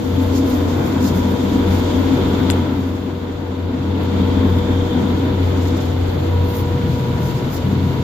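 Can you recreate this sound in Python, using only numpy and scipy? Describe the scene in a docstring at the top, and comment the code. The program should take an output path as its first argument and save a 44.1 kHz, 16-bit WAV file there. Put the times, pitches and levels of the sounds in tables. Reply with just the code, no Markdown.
"""In the cab of a road sweeper creeping along, a governed four-cylinder diesel drones in harmonic lines and clatters.
A suction fan and a hydraulic pump whine as sines locked to the engine rate. Brushes hiss and swish as shaped noise,
and one thrown stone ticks on a panel as short chirps. Air and road roar excite the cab resonances; the chassis rumbles.
The microphone pair is turned about, so the fan whine changes sides and the booms change strength."""
import sys
import numpy as np
from scipy import signal
from scipy.fft import rfft, irfft, next_fast_len
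from scipy.io import wavfile

SR = 44100
rng = np.random.default_rng(int(sys.argv[2]) if len(sys.argv) > 2 else 0)


def generate_wav(signal):
    """Clip the signal to [-1, 1] and save it as 16-bit WAV at the path in sys.argv[1]."""
    frames = np.transpose(np.atleast_2d(signal))
    scaled = np.clip(frames, -1, 1) * 32767
    pcm = np.round(scaled).astype(np.int16)
    wavfile.write(sys.argv[1], SR, pcm)


N = 354113   # length [samples]


def amp(db):
    """Decibel law: the amplitude gain of a level in dB."""
    return 10 ** (np.asarray(db) / 20)


def rms_one(x):
    """Power normalization: the signal scaled to unit rms."""
    return x / np.sqrt(np.mean(x ** 2) + 1e-20)


def in_time(rows):
    """Linear interpolation: the columns of a time table, one value a sample."""
    s, *columns = np.transpose(rows)
    return [np.interp(np.arange(N) / SR, s, c) for c in columns]


def at_hz(points, hz):
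    """Logarithmic pitch scale: a spectrum table read at frequencies hz."""
    table_hz, values = np.array(points).T
    return np.interp(np.log(hz), np.log(table_hz), values)


def drift(rate_hz):
    """Low-passed random process: noise through two equal one-pole filters, of unit rms."""
    step = 40   # samples between the slow values
    pole = np.exp(-2 * np.pi * rate_hz * step / SR)
    noise = rng.standard_normal(N // step + 2002)
    slow = signal.lfilter([1], [1, -2 * pole, pole * pole], noise)[2000:]   # settled part
    return np.interp(np.arange(N) / step, np.arange(len(slow)), rms_one(slow))


def panned(x, pan_db):
    """Interchannel level difference: two channels that differ by pan_db."""
    return x * amp(np.array([pan_db / 2, -pan_db / 2]))


# likeness of left and right noise: (frequency [Hz], likeness [0 to 1])
STEREO_LIKENESS = [(30, .97), (70, 0.9), (180, 1), (550, 0.62), (1000, 0.028), (4970, 0.01), (15000, 0.1)]
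# tilt of the noise between channels: (frequency [Hz], left minus right [dB])
STEREO_TILT = [(60, 3), (180, 2), (550, 3), (1650, 1.0), (4970, -1), (15000, 3)]


def diffuse(shape, source=None):
    """Diffuse-field coherence: noise shaped by shape(Hz), alike in the bass, unrelated in the treble; mid rms 1."""
    size = next_fast_len(N)
    hz = np.maximum(np.fft.rfftfreq(size, 1 / SR), 1)
    if source is None:
        source = rng.standard_normal((2, N))
    mid, side = rfft(source, size) * shape(hz)
    alike = np.clip(at_hz(STEREO_LIKENESS, hz), 0, 1)
    mid = np.sqrt(1 + alike) * mid
    side = np.sqrt(1 - alike) * side
    spectra = panned(np.array([mid + side, mid - side]), at_hz(STEREO_TILT, hz))
    pair = irfft(spectra, size)[:, :N]
    return pair / np.std(pair.mean(axis=0))


def coloured(spectrum):
    """Spectral density: the gain shape of a spectrum table, closed beyond its ends."""
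    lowest_hz, highest_hz = spectrum[0][0], spectrum[-1][0]
    return lambda hz: amp(at_hz(spectrum, hz)) * (hz > lowest_hz) * (hz < highest_hz)


def resonant(modes):
    """Modal superposition: summed powers of steep-sided resonances, each 6 dB down at the edges of its width."""
    return lambda hz: np.sqrt(sum(amp(2 * db) / (1 + (2 * (hz - f) / w) ** 2) ** 2 for f, w, db in modes))


def tone(hz, level_db, apart=None):
    """Interchannel phase: a sine of given rms level on a pitch curve, left leading right by apart radians."""
    if apart is None:   # short waves reach the two ports out of step
        apart = np.clip((np.mean(hz) - 400) / 400, 0, 1) * rng.uniform(-1.4, 1.4)
    phase = 2 * np.pi * (np.cumsum(hz) / SR + rng.random())
    return np.sqrt(2) * amp(level_db) * np.sin([phase + apart, phase])


# engine cycle of two turns and four firings: (time [s], rate [Hz])
ENGINE_CYCLE = [(0, 22.357), (1.3, 22.355), (3.3, 22.372), (5.8, 22.389), (8.03, 22.397)]


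def engine(firing_db, load_db, cab_db, scrub_db):
    """Harmonic series of a periodic source: a strong firing line, and weaker lines from uneven cylinders."""
    cycle_hz, = in_time(ENGINE_CYCLE)
    boom_db = cab_db - cab_db.mean()
    lines = tone(4 * cycle_hz, firing_db)
    for multiple, level_db in engine_lines():
        # lines among the cab modes swell and fade with the boom
        swell_db = boom_db if 8 <= multiple <= 14 else load_db
        line = tone(multiple * cycle_hz, level_db + swell_db + 1.8 * drift(1.2))
        sway_db = 3.5 * drift(.4) * (multiple > 10)   # higher lines wander from side to side
        lines = lines + panned(line, sway_db)
    return panned(lines, np.array([1.6])) + valve_clatter(cycle_hz, scrub_db)


# engine lines that stand out: (multiple of the cycle rate [1], level before swelling, wander and pan [dB])
STRONG_LINES = [(3, -43.5), (5, -42.9), (12, -33.7), (13, -36.5), (14, -36.5), (16, -45.3), (17, -36.8),
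                (19, -44.1), (20, -43.7), (22, -46.0), (26, -48), (27, -48.5), (29, -50), (32, -50.5),
                (36, -52), (45, -50.5), (47, -52), (48, -53.5), (57, -57)]
FAINT_FIRST, FAINT_LAST = 18, 57   # multiples of the cycle rate that sound at least faintly
FAINT_DB, FAINT_SLOPE_DB, FAINT_SPREAD_DB = -49, -6.5, 1.5   # level of the first, change per octave, spread


def engine_lines():
    """Spectral roll-off: strong lines, and faint ones between them that fall off with pitch on average."""
    multiples = np.arange(FAINT_FIRST, FAINT_LAST + 1)
    faint_db = FAINT_DB + FAINT_SLOPE_DB * np.log2(multiples / FAINT_FIRST)
    faint_db = faint_db + FAINT_SPREAD_DB * rng.standard_normal(len(multiples))
    return {**dict(zip(multiples, faint_db)), **dict(STRONG_LINES)}.items()


# spectrum of the engine clatter: (frequency [Hz], relative density [dB per Hz])
CLATTER_SPECTRUM = [(1200, -20), (1500, -4), (2100, -3), (2600, -7), (3500, -2), (4100, -8), (5500, -18)]


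def valve_clatter(cycle_hz, scrub_db):
    """Cyclic impulse train: valves and injectors tick in one pattern, each tick a little stronger or weaker."""
    turns = np.cumsum(cycle_hz) / SR   # engine cycles completed
    ticks = np.zeros((2, N))
    for place, size in zip(rng.random(80), rng.standard_normal((80, 2, 1))):   # 80 ticks a cycle
        at = np.flatnonzero(np.diff(np.floor(turns + place)))
        ticks[:, at] += size * amp(rng.normal(0, 0.43, len(at)))
    return amp(scrub_db - 1.5) * diffuse(coloured(CLATTER_SPECTRUM), ticks)


# blade lines, levels above the roar, the second harmonic before its pan: (time [s], blade line left [dB],
# blade line right [dB], second harmonic [dB], lead of the left blade line [rad])
FAN_LINES = [(0, 2, -7, -33, 1.5), (.8, -2, -8, -25, 1.75), (1.0, -4.5, -4, -12, 1.6),
             (1.3, 0, -21, -11.5, 3.5), (2.3, -2, -21, -15, 1.2), (2.67, -6, -21, -12, 0),
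             (3, -1, -11, -18.5, -1), (4, -0.5, -36, -12.5, 1.1), (4.76, 0.5, -6.5, -17.5, -.5),
             (5.4, -2, -31, -14.5, -1.5), (5.75, 0.5, -15, -19, -1.5), (6.14, -3.5, -3, -34, -3.5),
             (6.34, -11, 2.5, -8.5, -4.5), (6.8, -2.5, -0.5, -10, -6.5), (7.24, -8.5, -2, -7.5, -6),
             (7.55, -9.5, -7.5, -13.5, -5), (8.02, -5, -10, -8, -6)]
BLADE_RATIO = 21.566   # blade passes per engine cycle


def suction_fan(roar_db):
    """Blade-passing tones: thin lines geared to the engine, placed by the standing waves of the cab."""
    cycle_hz, = in_time(ENGINE_CYCLE)
    left_db, right_db, second_db, lead = in_time(FAN_LINES)
    blade_hz = BLADE_RATIO * cycle_hz
    blade = tone(blade_hz, [roar_db + left_db, roar_db + right_db], apart=lead)
    second = tone(2 * blade_hz, roar_db + second_db, apart=1.2)
    third = tone(3 * blade_hz, roar_db + second_db - 12)
    return blade + panned(second + third, np.array([2.2]))


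# whines that keep a steady mean level beside the load: fan shaft, pump, and a faint high line:
# (multiple of the cycle rate [1], level before load, waver and pan [dB])
STEADY_WHINES = [(2.1566, -44), (19.812, -45), (59.436, -55), (119.95, -62)]
# second harmonic of the pump whine, which has its own level curve:
# (time [s], level above the roar before waver and pan [dB])
PUMP_SECOND = [(0, -23), (1.2, -26), (2, -22), (2.8, -25), (3.6, -23), (4.4, -20), (5.2, -21.5), (6, -22),
               (6.8, -32), (7.6, -23), (8.02, -23)]
PUMP_SECOND_RATIO = 39.624   # second harmonic of the pump whine, cycles per engine cycle


def geared_whines(roar_db, load_db):
    """Gear-locked tones: shaft and pump whines keep fixed ratios to the engine while their levels waver."""
    cycle_hz, = in_time(ENGINE_CYCLE)
    steady = sum(tone(ratio * cycle_hz, db + load_db + 3.0 * drift(2.5)) for ratio, db in STEADY_WHINES)
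    second_db = roar_db + in_time(PUMP_SECOND)[0] + 3.0 * drift(4.0)
    return panned(steady + tone(PUMP_SECOND_RATIO * cycle_hz, second_db), np.array([2.2]))


# brush noise, levels above the roar before flutter:
# (time [s], scrub [dB], bristle hiss [dB], fine spray [dB], ringing hiss [dB])
BRUSH_LEVELS = [(0, -17.5, -20.5, -23.5, -20), (.8, -21, -22, -26.5, -21.5),
                (1.8, -17.5, -21.5, -27, -19.5), (2.5, -18.5, -24, -28.5, -20),
                (3, -19, -23.5, -27.5, -21.5), (3.55, -19.5, -26.5, -31.5, -24.5),
                (4.1, -17.5, -25, -31, -21.5), (4.8, -21, -24.5, -30.5, -17),
                (5.4, -17.5, -25, -29.5, -22.5), (6.3, -17.5, -25.5, -27, -24.5), (7, -17, -22.5, -26, -26),
                (8.02, -16, -22, -25.5, -30)]
# brush spectra: (frequency [Hz], relative density [dB per Hz])
SCRUB_SPECTRUM = [(2000, 2.5), (2500, -3), (2900, 2), (3550, 1), (3900, 0), (4700, -3.5), (5500, -29)]
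BRISTLE_SPECTRUM = [(3500, -6), (4800, 0), (5600, -2), (7200, -0.5), (8000, -12), (10300, -16.5),
                    (11000, -36)]
SPRAY_SPECTRUM = [(9500, -8), (10300, -14), (11000, -1), (13000, -0.5), (15000, 2.5), (15500, -3),
                  (16000, -25)]
# resonances of the brush housing: (frequency [Hz], width [Hz], relative level [dB])
HOUSING_MODES = [(3240, 250, 0.5), (3560, 280, 1.5)]


def brushes(roar_db):
    """Shot noise: dense bristle flicks blend into hiss, which flutters, and swells in swishes."""
    flutter_db = np.array([drift(14.0), drift(8.0)])
    swish = swishes()
    scrub_db, *hiss_db, ring_db = roar_db + np.array(in_time(BRUSH_LEVELS))
    # steady noise and swishes add in power
    bristle, spray = np.sqrt(amp(2 * (np.array(hiss_db) + flutter_db)) + swish)
    scrub_swish = amp(2 * -8) * swish[0]   # 8 dB below the bristle hiss of the swish
    scrub = np.sqrt(amp(2 * (scrub_db + drift(20.0))) + scrub_swish)
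    ring = amp(ring_db + 1.5 * drift(14.0))
    return (ring * diffuse(resonant(HOUSING_MODES)) + scrub * diffuse(coloured(SCRUB_SPECTRUM))
            + bristle * diffuse(coloured(BRISTLE_SPECTRUM)) + spray * diffuse(coloured(SPRAY_SPECTRUM)))


# brush swishes, peak levels before grit: (peak time [s], length [s], bristle hiss [dB], fine spray [dB])
SWISH_EVENTS = [(0.233, 0.074, -51, -49), (0.37, 0.12, -39, -45), (0.53, 0.2, -45, -45),
                (0.873, .08, -47, -50), (1.07, 0.17, -38, -43), (1.183, 0.13, -45, -45),
                (1.32, .12, -53, -50), (1.547, .1, -48, -55), (1.76, 0.26, -47, -47), (4.04, .08, -56, -54),
                (4.28, .12, -59, -56), (4.59, .12, -61, -55), (5.482, 0.22, -59, -54),
                (5.635, 0.072, -49, -53), (5.682, 0.061, -49, -52), (5.762, 0.91, -50, -68),
                (5.775, 0.033, -49, -50), (5.824, 0.085, -48, -53), (5.865, 0.036, -51, -52),
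                (6.04, .1, -60, -64), (6.504, 0.16, -54, -47), (6.582, 0.18, -47.5, -40.5),
                (6.963, 0.24, -52, -53), (7.283, 0.23, -48.5, -49), (7.383, 0.12, -49, -52),
                (7.553, 0.13, -42.5, -41.5)]
SWISH_RISE = 0.58   # share of a swish spent swelling
SWISH_GRIT_DB, SWISH_GRIT_HZ = 2.2, 110.0   # bristles catch unevenly in a swish


def swishes():
    """Envelope modulation: power of hiss and spray in swishes that swell, then sink a little faster."""
    t, power = np.arange(N) / SR, np.zeros((2, N))
    for peak_s, length, bristle_db, spray_db in SWISH_EVENTS:
        part = (t - peak_s) / length
        from_peak = np.maximum(-part / SWISH_RISE, part / (1 - SWISH_RISE))
        hump = np.cos(np.pi / 2 * np.clip(from_peak, 0, 1)) ** 2
        power += (amp([[bristle_db], [spray_db]]) * hump) ** 2
    grit_db = SWISH_GRIT_DB * np.array([drift(SWISH_GRIT_HZ), drift(SWISH_GRIT_HZ)])
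    return power * amp(2 * grit_db)


# stone on a panel, a hit and two bounces: (start at the left port [s], peak before pan [dB],
# first pitch [Hz], last pitch [Hz], length [s], share of it rising [1], left minus right [dB])
STONE_CONTACTS = [(2.5006, -9, 6200, 1200, .0021, .2, 6), (2.5083, -18, 6600, 8200, .0021, .5, 16),
                  (2.5176, -26, 7300, 7500, .0024, .4, 14)]


def stone():
    """Impact transients: each contact is a dry chirp; the first also excites the panel."""
    out, t = np.zeros((2, N)), np.arange(3000) / SR
    for s, peak_db, first_hz, last_hz, length, rising, pan_db in STONE_CONTACTS:
        part = np.clip(t / length, 0, 1)
        shape = np.sin(np.pi / 2 * np.minimum(part / rising, (1 - part) / (1 - rising))) ** 2
        chirp = np.sin(2 * np.pi * np.cumsum(first_hz * (last_hz / first_hz) ** part) / SR)
        start = round(s * SR)
        out[:, start:start + len(t)] += panned(amp(peak_db) * shape * chirp, np.array([pan_db]))
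    first = round(STONE_CONTACTS[0][0] * SR)
    hit = slice(first, first + len(t))
    out[:, hit] += crack_and_rattle(t) + panel_ting(t)
    out[1] = np.roll(out[1], round(.00035 * SR))   # the right port hears the contacts .35 ms later
    out[:, hit] -= panel_knock(t)   # reaches both ports together
    return out


def crack_and_rattle(t):
    """Exponential decay: a short noise crack and a fainter, longer rattle; levels hold before the band filter."""
    crack = amp(-17 - 60 * t / .005)   # dies by 60 dB in 5 ms
    rattle = amp(-25 - 60 * t / .1)   # dies by 60 dB in 100 ms
    band = signal.butter(1, [1200, 9000], "band", fs=SR, output="sos")
    return signal.sosfilt(band, (crack + rattle) * rng.standard_normal((2, len(t))))


def panel_ting(t):
    """Band-limited ringing: a thin bright noise ring of the struck panel, stronger at left."""
    ting = amp(-28 - 60 * t / .08) * rng.standard_normal(len(t))   # level before the filter
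    band = signal.butter(2, [7800, 10500], "band", fs=SR, output="sos")
    return panned(signal.sosfilt(band, ting), np.array([STONE_CONTACTS[1][-1]]))   # panned as the first bounce


# knock of the panel: (frequency [Hz], starting amplitude [dB], time to fall 60 dB [s])
PANEL_MODES = [(800, -17, .008), (1500, -21, .02), (2000, -22, .012), (3500, -27, .06)]


def panel_knock(t):
    """Modal decay: the struck panel sounds as a sum of dying sines."""
    return sum(amp(db - 60 * t / t60) * np.sin(2 * np.pi * hz * t) for hz, db, t60 in PANEL_MODES)


# air resonances of the cab: (frequency [Hz], width [Hz], relative level [dB])
LOW_MODES = [(124, 17, -6.5), (133, 28, -6), (162, 25, -11), (184, 29, -12.5), (236, 35, -13)]
MIDDLE_MODES = [(195, 32.4, 0)]
CAB_MODES = [(248, 24, -1.6), (266.8, 39, -1.4)]
# broad roar of air and road: (frequency [Hz], relative density [dB per Hz])
ROAR_SPECTRUM = [(130, 6), (170, -6), (285, 3), (300, 0.5), (325, 4.5), (400, -3), (465, -3), (515, -4),
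                 (560, -7.5), (610, -5.5), (670, -10), (720, -7.5), (770, -10.5), (900, -7.5), (1000, -10),
                 (1180, -14.5), (1480, -13.5), (1650, -17.5), (2600, -23.5), (3200, -82)]


def cab_roar(low_db, middle_db, cab_db, roar_db):
    """Room modes: air rush and road shake, broad and through booming resonances that surge at random."""
    out = amp(roar_db + drift(10.0)) * diffuse(coloured(ROAR_SPECTRUM))
    for boom_db, modes in ((low_db, LOW_MODES), (middle_db, MIDDLE_MODES), (cab_db, CAB_MODES)):
        out = out + amp(boom_db + 1.4 * drift(11.0)) * diffuse(resonant(modes))
    return out


# low shake, levels above the roar: (time [s], rumble [dB], deep hum [dB])
SHAKE_LEVELS = [(0, -4, -25), (1.3, -7, -25), (1.6, -7, -15), (2.4, -8, -15), (2.7, -9, -26),
                (3.4, -8, -24), (4.2, -4, -17), (4.9, -6, -16), (5.3, -5, -22), (6, -3, -21),
                (8.02, -2, -21)]
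# spectrum of the rumble: (frequency [Hz], relative density [dB per Hz])
RUMBLE_SPECTRUM = [(12, -30), (35, -34), (55, -5.5), (72, -3), (90, 0.5), (105, -4), (130, -17)]
# resonance of the deep hum: (frequency [Hz], width [Hz], relative level [dB])
HUM_MODE = [(27, 5, 0)]


def chassis(roar_db):
    """Structural vibration: the frame shakes in a low rumble and now and then hums deeply."""
    rumble_db, hum_db = roar_db + np.array(in_time(SHAKE_LEVELS))
    rumble = amp(rumble_db) * diffuse(coloured(RUMBLE_SPECTRUM))
    return rumble + amp(hum_db) * diffuse(resonant(HUM_MODE))


# loudness at the microphones, as the broad roar, which dips for over a second after the stone:
# (time [s], level before flutter [dB])
ROAR_LEVEL = [(0, -29.5), (.2, -27), (.6, -25), (1.4, -25), (2.24, -23.5), (2.5, -24), (2.8, -28.5),
              (3.15, -31.5), (3.6, -31), (4.3, -25), (5, -25.5), (5.9, -27), (8.02, -28.5)]
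# the microphones move through the standing waves of the cab, levels above the roar before random waver:
# (time [s], firing line [dB], low boom [dB], middle boom [dB], cab boom [dB])
STANDING_WAVES = [(0, 8.5, -5, -0.5, 6), (.55, 5, -9, -10.5, 5.5), (1.1, 1, -3, 1, 3.5),
                  (1.7, 3, -8, -1, 3.5), (2.15, 0.5, -9, -4.5, 2.5), (2.45, 2, -2.5, 0, 2.5),
                  (2.9, 4.5, -4.5, -2, 4), (3.45, 2.5, -5, -5.5, 1), (4.2, 6, -4, 3.5, 4),
                  (4.8, 5, -4, -2, 0.5), (5.1, 6, -2.5, -0.5, 3), (5.8, 6.5, -1, -9.5, 1),
                  (6.5, 6, 0, -8, -5), (6.9, 2.5, 7.5, -2, -2.5), (7.5, -1, 6.5, -4.5, -12),
                  (7.75, 7.5, 8, 1, 0.5), (8.02, 2, 3.5, 1, -0.5)]


def scene():
    """Superposition: all sources add at the seat; all but the stone and the swishes rise and sink with the roar."""
    roar_db, = in_time(ROAR_LEVEL)
    firing_db, low_db, middle_db, cab_db = roar_db + np.array(in_time(STANDING_WAVES))
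    firing_db = firing_db + 2 * drift(3.6)   # the firing line wavers at random
    load_db = roar_db - roar_db.mean()
    scrub_db = roar_db + in_time(BRUSH_LEVELS)[0]
    machines = engine(firing_db, load_db, cab_db, scrub_db) + suction_fan(roar_db)
    machines = machines + geared_whines(roar_db, load_db)
    sweeping = brushes(roar_db) + stone()
    return machines + sweeping + cab_roar(low_db, middle_db, cab_db, roar_db) + chassis(roar_db)


def record(dry):
    """Band limiting: a steep low-pass, 70 dB down from 16.2 kHz upward."""
    return signal.sosfilt(signal.cheby2(14, 70, 16200, fs=SR, output="sos"), dry)


dry = scene()
out = record(dry)
generate_wav(out)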